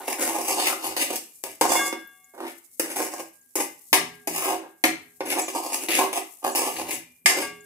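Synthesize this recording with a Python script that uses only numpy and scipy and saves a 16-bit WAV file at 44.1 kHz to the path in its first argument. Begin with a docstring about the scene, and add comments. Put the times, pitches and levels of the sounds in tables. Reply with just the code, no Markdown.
"""A spoon scrapes and knocks in a wide metal pan of thick gravy, close to a phone with two microphones.
The spoon's edge slips in dense tiny jerks, and each knock is a sharp blow with a short noisy rattle of rebounds;
both excite banks of damped metal modes. Filtered noise makes the rumbling stand, faint sizzle, spits and hiss.
The bare rim rings on as pairs of beating sines and the lifted spoon as plain ones; decaying noise is the room."""
import sys
import numpy as np
from scipy import signal
from scipy.fft import rfft, irfft
from scipy.io import wavfile
from scipy.ndimage import uniform_filter1d, map_coordinates

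SR = 44100
rng = np.random.default_rng(int(sys.argv[2]) if len(sys.argv) > 2 else 0)


def master(y):
    """Save y as 16-bit WAV."""
    cut = np.clip(np.atleast_2d(y).T, -1, 1)
    pcm = np.round(cut * 32767)  # scale
    wavfile.write(sys.argv[1], SR, pcm.astype(np.int16))


N = 337365

# Where the spoon touches decides which modes speak loudest. Each row: time in seconds, favoured pitch of the
# bowl, wall and edge in Hz before wandering, wall share in dB, left minus right in dB.
CONTACT = [(0.1, 910, 2280, 9050, 2, -1.5), (0.21, 712, 2040, 9200, -2, -0.5),
           (0.42, 896, 2600, 9100, -1, -0.5), (0.56, 750, 2940, 8900, 0, 0), (0.62, 793, 2970, 7550, 7, -1),
           (0.665, 800, 2600, 8200, 6.5, 0.5), (0.71, 872, 2640, 8700, -1, 0.5),
           (1.0, 750, 2860, 9500, 3.5, -1), (1.45, 415, 2900, 8850, 0.5, 0),
           (1.62, 740, 1530, 9600, 5, 1.5), (1.7, 756, 1920, 7900, -2, -2.5),
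           (1.9, 700, 1950, 7940, -5.5, -1.5), (2.34, 556, 1970, 8570, -5, -4),
           (2.46, 680, 1900, 8500, 7.5, 0.5), (2.83, 630, 2230, 9000, 1, 0.5),
           (3.0, 742, 2280, 9450, -1, -1), (3.56, 585, 2600, 8960, -0.5, 0), (3.93, 850, 2190, 9500, -3, 2),
           (4.27, 477, 2560, 9100, 1.5, 0.5), (4.41, 1090, 2450, 8850, -0.5, -1.5),
           (4.56, 780, 2270, 9000, 1, 1), (4.84, 825, 2160, 9000, 4.5, 1), (5.2, 445, 1900, 9050, 3, -0.5),
           (5.6, 858, 2780, 9000, 0, -0.5), (5.88, 690, 2900, 8950, 0, 0), (5.93, 684, 2850, 9550, 8, -3.5),
           (5.97, 696, 2540, 9500, 5.5, -1), (6.02, 898, 2140, 9500, -0.5, -0.5),
           (6.16, 894, 2420, 9500, 2.5, -1), (6.54, 757, 2930, 9100, -0.5, -1),
           (6.9, 694, 2640, 9000, 1.5, 0), (7.26, 1035, 2150, 7340, 2, -0.5),
           (7.35, 714, 2430, 8000, 1.5, -1), (7.45, 650, 2570, 8600, 2.5, 2.5)]


def undb(db):
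    """Decibels to gain."""
    return 10 ** (np.asarray(db) / 20)


def unit(x):
    """Scale to rms 1."""
    return x / np.sqrt(np.mean(x ** 2))


def curve(rows):
    """Columns of a time table, one value a sample."""
    s, *columns = np.transpose(rows)
    t = np.arange(N) / SR
    return np.array([np.interp(t, s, column) for column in columns])


def along(table, hz):
    """Read a (Hz, value) table on a log frequency axis."""
    f, value = np.transpose(table)
    return np.interp(np.log(hz), np.log(f), value)


def band(x, lo_hz, hi_hz):
    """Band-pass."""
    return signal.sosfilt(signal.butter(2, [lo_hz, hi_hz], "band", fs=SR, output="sos"), x)


def rings(hz, db, t60, seconds, sign=1):
    """Response to one tap: a sum of sines, each losing 60 dB in its t60 seconds."""
    t = np.arange(int(seconds * SR)) / SR
    hz, gain, t60 = (np.asarray(v)[:, None] for v in (hz, sign * undb(db), t60))
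    decay = np.exp(-np.log(1000) * t / t60)
    return np.sum(gain * np.sin(2 * np.pi * hz * t) * decay, axis=0)


def through(x, response):
    """Convolve and keep the length."""
    return signal.oaconvolve(x, response)[:N]


def walk(rate):
    """Random levels held 1 / rate seconds and smoothed twice; spread near 1."""
    k = int(SR / rate)
    steps = np.repeat(rng.standard_normal(N // k + 1), k)
    return 1.555 * uniform_filter1d(uniform_filter1d(steps, k), k)[:N]


def hump(start_s, rise_s, hold_s, fall_db_per_s):
    """Gain that rises, holds and then fades."""
    t = np.arange(N) / SR - start_s
    fade = undb(-fall_db_per_s * np.maximum(t - rise_s - hold_s, 0))
    return np.clip(t / rise_s, 0, 1) * fade


def even(response, power, width_hz):
    """Bring the broad colour of a response to the given power per Hz, causally; the fine modes stay."""
    n = 2 * (len(power) - 1)
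    k = int(width_hz * n / SR)

    def smooth(v):
        return uniform_filter1d(uniform_filter1d(v / v.sum(), k), k) + 1e-7

    spectrum = rfft(response, n)
    log_gain = np.log(smooth(power) / smooth(np.abs(spectrum) ** 2)) / 2
    # folding the cepstrum onto its first half makes the correction minimum phase
    cepstrum = irfft(log_gain, n)
    cepstrum[1:n // 2] *= 2
    cepstrum[n // 2 + 1:] = 0
    return irfft(spectrum * np.exp(rfft(cepstrum)), n)[:len(response)]


def slips(per_s, spread_db, patchy_db):
    """Stick-slip jerks: random impulses of either sign and uneven size, coming in patches."""
    when, size, sign = rng.random((3, N))
    uneven_db = -spread_db * np.log(np.maximum(size, .01))
    patches_db = patchy_db * (walk(45) + 0.59 * walk(220))
    return unit((when < per_s / SR) * np.sign(sign - .5) * undb(uneven_db + patches_db))


def touches():
    """Force of the sliding and knocking spoon on the bowl, wall and edge modes (part, ear, sample)."""
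    # Spoon pressure, one list a stroke. Each row: time in seconds, level in dB, brightness in dB.
    strokes = [
        [(0.0, -33.5, -17), (0.06, -40, 2.5), (0.078, -38.5, 3.5), (0.18, -39, -0.5), (0.215, -27, 0),
         (0.264, -31.5, 2), (0.398, -33.5, -4), (0.434, -36, 7.5), (0.585, -32, -3), (0.615, -24, 3.5),
         (0.672, -30.5, 5), (0.725, -21, -8), (0.74, -47, -11)],
        [(0.782, -40.5, -3), (0.872, -31, 5.5), (0.93, -40.5, -3)],
        [(0.966, -30.5, 4), (1.005, -30.5, 3), (1.05, -35, 7), (1.122, -34.5, -7.5), (1.168, -42.5, 11)],
        [(1.44, -38.5, -11), (1.456, -39, -3), (1.51, -50.5, 7)],
        [(1.62, -23, 1), (1.652, -27.5, -8), (1.686, -33, 5), (1.702, -24.5, 2), (1.75, -20, -2),
         (1.795, -25, 2.5), (1.842, -37, 3), (1.88, -32, 7), (1.92, -60, -8)],
        [(2.336, -50.5, -18), (2.376, -49, -19), (2.382, -39.5, -21), (2.436, -34, -20.5), (2.48, -36.5, -5.5)],
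        [(2.8, -32, -9), (2.85, -37, -5), (2.934, -39, 2)],
        [(2.955, -26, -1), (3.01, -28.5, 0.5), (3.06, -32, 2), (3.13, -45, 3.5), (3.185, -42.5, 1),
         (3.206, -33.5, -2.5)],
        [(3.56, -33, -1), (3.59, -33, 0), (3.642, -36.5, 6)],
        [(3.935, -20.5, 12.5), (3.98, -29, -8)],
        [(4.28, -44.5, 7), (4.352, -38, 6.5), (4.448, -25, -1), (4.558, -26.5, -10.5), (4.574, -45, -5),
         (4.648, -39.5, -29)],
        [(4.845, -26, -7), (4.88, -43, -4)],
        [(5.21, -50, -25), (5.252, -42.5, -6), (5.304, -29.5, 2.5), (5.376, -25.5, -11), (5.398, -29, 2.5),
         (5.43, -57, -30)],
        [(5.48, -39, 4.5), (5.54, -37.5, -3), (5.556, -34, -5.5), (5.728, -44, 4.5), (5.734, -39, 7),
         (5.842, -39.5, -0.5)],
        [(5.886, -24, -5.5), (5.95, -27, 3), (6.016, -27.5, -9), (6.09, -31, -3)],
        [(6.126, -28, 5), (6.136, -22.5, -3), (6.16, -23.5, 1.5), (6.2, -36, -5)],
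        [(6.418, -47, -7), (6.439, -47, -9), (6.446, -29.5, -9), (6.502, -36, -7)],
        [(6.552, -30, 5.5), (6.682, -29, -2.5), (6.738, -44, 5), (6.768, -32.5, 4), (6.84, -37, -6.5),
         (6.88, -38, 1), (6.95, -35.5, 5)],
        [(7.265, -27, 12), (7.286, -35, 14), (7.336, -24.5, -4), (7.38, -22.5, -6), (7.424, -26.5, -1),
         (7.442, -36, 3)],
    ]
    # Each row: start in seconds, force on the edge in dB, bowl share in dB, wall share in dB, rebounds in dB.
    knocks = [(0.0796, -5, 2, -2.5, -31.5), (0.186, -12.5, 6, -3, -33), (0.728, -7.5, 8.5, -4, -35),
              (0.9654, -4.5, -0.5, 1, -31), (1.1591, -1, -20, -15, -32), (1.4383, 2, -6.5, -6, -55),
              (1.6115, 9, 3, -2, -36), (1.7332, -4, -15, -10, -31), (1.7536, 0.5, 5, -6, -35.5),
              (1.9267, -13.5, 11.5, 5, -35.5), (2.3785, -33.5, 14, -3, -31), (2.4035, -27, 17.5, -7, -30.5),
              (2.7962, 1, -1, -6.5, -31.5), (3.002, -9, 11, -4, -33), (3.137, -6.5, 2, -9, -39.5),
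              (3.5552, 2.5, -5.5, -13, -31), (3.9294, 15.5, -4, 3.5, -39), (4.2728, -3.5, 0, -5, -31),
              (4.8391, 8, 4, 6.5, -37), (4.8523, 1.5, 1, -12.5, -33), (5.2062, -17.5, 19.5, 10, -34.5),
              (5.3922, -6.5, -3, -6, -30.5), (5.4816, -12.5, 6.5, 3.5, -32), (5.5495, -8.5, 2, -10, -29.5),
              (5.7320, -3.5, -7, -7, -36), (5.886, -2.5, 6, 4.5, -37.5), (5.9529, 9, -16, -5, -47),
              (5.9943, -0.5, 3, 1, -44), (6.4408, -14.5, 4.5, 0.5, -31), (6.55, -4, -2.5, -1, -30.5),
              (6.7651, -13.5, -5, 3, -29), (6.9083, -5.5, -7, -5, -30), (7.2591, 16.5, -15.5, -0.5, -34.5)]
    land_s, lift_s, lift_db, lift_brighter_db = 0.0062, 0.074, -39, 4.5  # fast landing, fade as the spoon lifts
    wall_db, wall_per_bright = -4, 0.78  # the wall follows the brightness less than the edge does

    force, t = np.zeros((3, N)), np.arange(N) / SR
    jerks = slips(1600, spread_db=3.5, patchy_db=3.0)
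    wall_share_db, pan_db = curve(CONTACT)[3:]
    for stroke in strokes:
        start_s = stroke[0][0]
        end_s, end_db, end_bright_db = stroke[-1]
        lift = (end_s + lift_s, end_db + lift_db, end_bright_db + lift_brighter_db)
        bowl_db, bright_db = curve([*stroke, lift])
        stroke_wall_db = bowl_db + wall_share_db + wall_db + wall_per_bright * bright_db
        on = np.clip((t - start_s) / land_s, 0, 1) * (t <= end_s + lift_s)
        force += on * jerks * undb([bowl_db, stroke_wall_db, bowl_db + bright_db])

    # a knock is one sharp blow and a short rattle of rebounds
    after = np.arange(int(.03 * SR)) / SR
    chance = rng.standard_normal((len(knocks), len(after)))
    for (s, edge_db, bowl_share_db, wall_knock_db, rebound_db), rattle in zip(knocks, chance):
        blow = undb(rebound_db) * rattle ** 3 * np.exp(-after / 0.0072)  # cubing makes the rattle spiky
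        blow[0] = 0.58
        i = int(s * SR)
        levels_db = [[edge_db + bowl_share_db], [edge_db + wall_knock_db], [edge_db]]
        force[:, i:i + len(after)] += undb(levels_db) * blow
    return force[:, None] * undb(np.array([pan_db, -pan_db]) / 2)


def spot(lo_hz, hi_hz, centre_hz, count, focus_db, crack=2.37, crack_s=0.0033, tick_db=-7):
    """Dense damped modes as excited from one place on the pan, strongest near one pitch; energy 1."""
    # Broad colour of the metal. Each row: frequency in Hz, level in dB per Hz.
    metal = [(120, -30.5), (220, -28.5), (318, 2.5), (480, -10.5), (717, -3.5), (1150, -2.5), (1430, -11),
             (2200, -15.5), (2850, -17), (3640, -21), (4400, -13.5), (5300, -7.5), (6500, -8), (10300, -9),
             (13000, -14.5), (15400, -31.5)]
    # Gravy damps the bowl. Each row: frequency in Hz, typical t60 in seconds before random scatter.
    metal_t60 = [(200, 0.18), (1000, 0.017), (4000, 0.042), (15000, 0.027)]
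    # The bowl's strongest short modes. Each row: frequency in Hz, level in dB before random scatter,
    # t60 in seconds.
    bowl_rings = [(325, 0.5, 0.2), (384.7, -0.5, 0.42), (567.3, 0, 0.22), (712, -3, 0.042), (825, 3.5, .08),
                  (1160, 9.5, 0.067), (2300, -9, 0.13)]

    def colour_db(f):
        return along(metal, f) + focus_db * np.exp(-(np.log2(f / centre_hz) / 0.42) ** 2)

    hz = lo_hz + (hi_hz - lo_hz) * (np.arange(count) + rng.random(count)) / count
    t60 = along(metal_t60, hz) * undb(1.05 * rng.standard_normal(count))
    db = colour_db(hz) - 10 * np.log10(t60) + 3.68 * rng.standard_normal(count)
    response = rings(hz, db, t60, .1, sign=rng.choice([-1, 1], count))
    # the first wave leaves the contact as a crack before it spreads through the metal
    response *= 1 + crack * np.exp(-np.arange(len(response)) / SR / crack_s)

    f = np.maximum(np.fft.rfftfreq(8192, 1 / SR), 20)
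    in_band = (f > .92 * lo_hz) * (f < 1.08 * hi_hz)
    response = even(response, undb(2 * colour_db(f)) * in_band, centre_hz / 8)
    response /= np.linalg.norm(response)

    strongest = np.array([m for m in bowl_rings if lo_hz < m[0] < hi_hz]).reshape(-1, 3)
    response += undb(-40.5) * rings(*strongest.T, .1, sign=rng.standard_normal(len(strongest)))
    # the contact itself is heard directly as a dry tick
    click = np.arange(len(response)) == 0
    tick = band(click, max(lo_hz, centre_hz / 2), min(hi_hz, centre_hz * 2))
    response += undb(tick_db) * tick / np.linalg.norm(tick)
    return response / np.linalg.norm(response)


def pan(places=8, alike=(.91, .15, .05), focus_db=(9, 13, 3), radiate_hz=235):
    """The contact wanders over the pan, so the mix of modes keeps changing; each ear hears its own mix."""
    # Limits in Hz of the bowl, wall and edge modes, from low to high.
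    edges_hz = (100, 1450, 4800, 16500)
    force, out = touches(), np.zeros((2, N))
    wander = np.array([walk(11) for _ in range(places)])
    pitch_drift_db = [[.4], [.4], [1.2]] * np.array([walk(14) for _ in range(3)])
    heard_hz = curve(CONTACT)[:3] * undb(pitch_drift_db)
    for part, count in enumerate((56, 110, 220)):  # modes a spot in bowl, wall and edge
        lo_hz, hi_hz = edges_hz[part:part + 2]
        centres = np.geomspace(max(lo_hz * 0.96, 320), hi_hz * 0.79, places)
        octaves_off = np.log2(heard_hz[part] / centres[:, None])
        where = np.exp(.55 * wander - (octaves_off / .25) ** 2) + 1e-9
        weights = np.sqrt(where / where.sum(axis=0))
        share = alike[part]  # energy fraction of the response that both ears share
        for weight, centre_hz in zip(weights, centres):
            both, *own = (spot(lo_hz, hi_hz, centre_hz, count, focus_db[part]) for _ in range(3))
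            for ear in range(2):
                response = np.sqrt(share) * both + np.sqrt(1 - share) * own[ear]
                out[ear] += through(force[part, ear] * weight, response)
    # the pan is too small to radiate bass
    return signal.sosfilt(signal.butter(3, radiate_hz, "high", fs=SR, output="sos"), out)


def stand():
    """As the pan rocks, dull noise shoves ring the low modes of the iron stand under it."""
    # Modes of the stand. Each row: frequency in Hz, level in dB, t60 in seconds.
    stand_modes = [(93.5, 2, 0.079), (128.4, 5, 0.13), (173.9, 5.1, 0.42), (246, 10.4, 0.13)]
    # The pan rocks on its stand. Each row: start in seconds, level in dB, hold in seconds.
    shoves = [(0.0, -72, 0.022), (0.854, -54, 0.057), (1.436, -70, 0.053), (1.607, -45.5, 0.029),
              (2.807, -71, 0.05), (3.152, -75, 0.1), (3.562, -72.5, 0.054), (3.918, -49, 0.11),
              (4.28, -50.5, 0.048), (4.854, -51, 0.046), (5.202, -59, 0.035), (5.99, -71, 0.055),
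              (6.728, -56.5, 0.22), (7.245, -59, 0.042), (7.418, -60, 0.12)]
    rise_s, fall_db_per_s, rest_db = 0.0066, 111, -81
    push = undb(rest_db) + sum(undb(db) * hump(s, rise_s, hold_s, fall_db_per_s) for s, db, hold_s in shoves)
    rumble = through(rng.standard_normal(N), rings(*np.transpose(stand_modes), .3))
    return unit(rumble) * push


def sizzle():
    """Frying gravy: fine crackle of band-passed random impulses, with a few spits of fading noise."""
    # Each row: time in seconds, crackle level in dB.
    fizz_levels = [(0, -52), (1.3, -50), (1.58, -51.5), (2.05, -58.5), (2.3, -60.5), (2.75, -52),
                   (3.35, -58.5), (3.52, -60.5), (3.85, -51.5), (4.2, -57), (4.8, -64), (5.15, -57),
                   (6.35, -51), (7.15, -65), (7.65, -57)]
    # Each row: start in seconds, level in dB before a 7 dB lift, reference pitch in Hz just below the noise band.
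    spits = [(2.074, -37, 12500), (2.2434, -42, 6070), (3.3744, -63.5, 8500), (3.4136, -46, 6200),
             (3.51, -49, 745), (3.8417, -42, 9900), (7.6071, -36, 6300)]
    crackle = [unit(band(slips(4600, spread_db=3.0, patchy_db=-3.0), 7000, 14000)) for _ in range(2)]
    fizz = np.array(crackle) * undb(curve(fizz_levels)[0])
    t = np.arange(int(0.039 * SR)) / SR
    puffs = rng.standard_normal((len(spits), 2, len(t)))
    for (s, db, hz), puff in zip(spits, puffs):
        i = int(s * SR)
        spit = band(puff, hz * 1.07, hz * 1.18) * np.exp(-t / 0.0054)
        fizz[:, i:i + len(t)] += undb(db + 7.0) * spit
    return fizz


def quiet():
    """Kitchen air and microphone hiss: coloured noise whose level drifts slightly."""
    # Colour of the background. Each row: frequency in Hz, relative level in dB per Hz.
    air_colour = [(18, -61), (30, -31.5), (92, -23.5), (398, 0), (800, -11), (1430, -15), (2230, -9),
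                  (3760, -20), (5710, -29), (12500, 5.5), (15400, -25.5)]
    hz = np.maximum(np.fft.rfftfreq(N, 1 / SR), 20)
    air = irfft(rfft(rng.standard_normal((2, N))) * undb(along(air_colour, hz)), N)
    return unit(air) * undb(-64.5 + 1.5 * walk(3.6))


def room(dry, wet_db=-3.0, gap_s=0.004):
    """Small tiled room: dense noise echoes, decaying band by band; the bass is more alike at both ears."""
    # Each row: frequency in Hz, t60 in seconds.
    room_t60 = [(250, 0.39), (700, 0.24), (1800, 0.41), (5000, 0.32), (12000, 0.2)]
    t = np.arange(int(.7 * SR)) / SR
    echo = np.zeros((2, len(t)))
    for hz in 90 * 2. ** np.arange(8):  # octave bands
        mid, side = band(rng.standard_normal((2, len(t))), hz / np.sqrt(2), hz * np.sqrt(2))
        t60 = along(room_t60, hz)
        stereo = mid + min(hz / 1500.0, 1) * side * np.array([[1], [-1]])
        echo += stereo * np.exp(-np.log(1000) * t / t60) / np.sqrt(t60)
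    echo *= 1 - np.exp(-(t / gap_s) ** 2)  # the echoes swell in after a short gap
    echo = np.array([even(e, np.ones(16385), width_hz=140) for e in echo])  # the tiles favour no pitch
    echo *= undb(wet_db) * np.sqrt(2) / np.linalg.norm(echo)
    return np.array([through(dry[ear], echo[ear]) for ear in range(2)])


def rim():
    """Blows and stick-slip rubs excite the bare rim, whose modes are close pairs that beat as they ring on."""
    # Each row: frequency in Hz, level in dB, t60 in seconds, left minus right in dB, twin higher by Hz,
    # twin level against the first in dB, twin t60 in seconds.
    rim_modes = [(167, -18, 1.4, 0, .2, -8, 1.4), (415, -26, 1.3, -8, .4, -8, 1.3),
                 (743, -15, .65, -5, 1.85, -9, 1.2), (1147, -14, .5, 3, 2.2, -21, 1.2),
                 (1620, -10, .75, 6, 3.5, -5, .9), (2164, -5, .52, 2, 1.2, -20, 1.7),
                 (2778, -10, .6, -5, 2.2, -14, .8), (3457, -8, .65, -3, 1.5, -12, .55),
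                 (4210, -29, .35, 8, 3, -8, .35), (5905, -11, .15, 3, 5, -8, .15),
                 (6540, -13, .15, -3, 5, -8, .15), (6830, -11, .13, 2, 5, -8, .13),
                 (7262, -12, .13, -2, 6, -8, .13), (7740, -8, .13, 0, 6, -8, .13),
                 (9050, -11, .1, 3, 7, -8, .1), (9798, -8, .12, -2, 8, -8, .12),
                 (10720, -12, .1, 0, 8, -8, .1)]
    # The spoon rubs the rim. Each row: start in seconds, length in seconds, level in dB, favoured pitch in Hz,
    # fall in dB an octave away.
    rim_rubs = [(1.78, .08, -56.5, 2164, 119), (1.67, 0.19, -53.5, 8300, 28), (0.52, .11, -65.5, 7300, 23),
                (5.4, 0.12, -62, 6000, 24), (6.9, 0.037, -62, 9700, 20.5), (6.5, 0.16, -65.5, 8200, 24)]
    # Blows that reach the rim; the place struck favours some modes. Each row: time in seconds, level in dB,
    # favoured pitch in Hz, fall in dB an octave away.
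    rim_blows = [(1.705, -29, 3370, 40.5), (1.756, -23.5, 2260, 43), (1.762, -21.5, 2880, 49.5),
                 (1.792, -18, 1620, 79.5), (1.81, -25, 743, 59.5), (1.812, -14, 1147, 92),
                 (3.16, -42, 1620, 149.5), (3.93, -21.5, 640, 4.5), (4.45, -34, 1190, 7),
                 (4.84, -32, 520, 4), (7.259, -35, 2300, 27), (7.42, -21.5, 415, 17),
                 (7.425, -22.5, 1252, 46), (7.43, -30.5, 2450, 60)]

    def favour(hz, db, place_hz, fall_db):
        return undb(db - fall_db * np.log2(hz / place_hz) ** 2)

    out, jerks = np.zeros((2, N)), slips(2600, spread_db=2.0, patchy_db=3.0)
    rubs = [(hump(s, .015, length_s, 900), place) for s, length_s, *place in rim_rubs]
    for hz, db, t60, pan_db, split_hz, twin_db, twin_t60 in rim_modes:
        push = jerks * sum(on * favour(hz, *place) for on, place in rubs)
        for s, *place in rim_blows:
            push[int(s * SR)] += favour(hz, *place)
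        pair = rings([hz, hz + split_hz], [db, db + twin_db], [t60, twin_t60], 1.2)
        out += through(push, pair) * undb([[pan_db / 2], [-pan_db / 2]])
    return out


def spoon():
    """The spoon itself rings faintly as it leaves the pan: single impulses into three close modes."""
    # Modes of the lifted spoon. Each row: frequency in Hz, level in dB, t60 in seconds.
    spoon_modes = [(2385, -5, 1), (2420, -7.5, .9), (2450, -10.5, .7)]
    # Each row: time in seconds, level in dB.
    taps = [(1.22, -61), (7.05, -55)]
    push = np.zeros(N)
    for s, db in taps:
        push[int(s * SR)] = undb(db)
    return through(push, rings(*np.transpose(spoon_modes), .8))


def scene():
    """Pan and stand sound in the room; the left ear lags by a few samples, varying as the spoon moves."""
    left, right = pan() * undb(-2.5) + stand()
    lag = 6.2 + 2.53 * walk(3)  # samples
    near = np.array([map_coordinates(left, [np.arange(N) - lag], order=3), right])
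    return near + room(near) + rim() + spoon() + sizzle() + quiet()


def record(dry, left_db=((250, -3.5), (650, -3.5), (1200, 0.3), (8000, .6), (12000, 3.5))):
    """Two microphones of different colour; the phone drops deep bass, rounds peaks and dims, then cuts, the top."""
    roll_hz, top_hz = 15450, 16800
    # left_db holds (Hz, left minus right in dB), split evenly between the two
    lean_db = along(left_db, np.maximum(np.fft.rfftfreq(N, 1 / SR), 20)) / 2
    x = irfft(rfft(dry) * undb([lean_db, -lean_db]), N)
    x = signal.sosfilt(signal.butter(2, 95, "high", fs=SR, output="sos"), x)
    x = .8 * np.tanh(1.35 * x)  # the loudest peaks are rounded
    below = signal.sosfiltfilt(signal.ellip(6, .2, 40, roll_hz, fs=SR, output="sos"), x)
    x = below + undb(-33.5) * (x - below)
    return signal.sosfilt(signal.ellip(10, .2, 90, top_hz, fs=SR, output="sos"), x)


dry = scene()
out = record(dry)
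master(out)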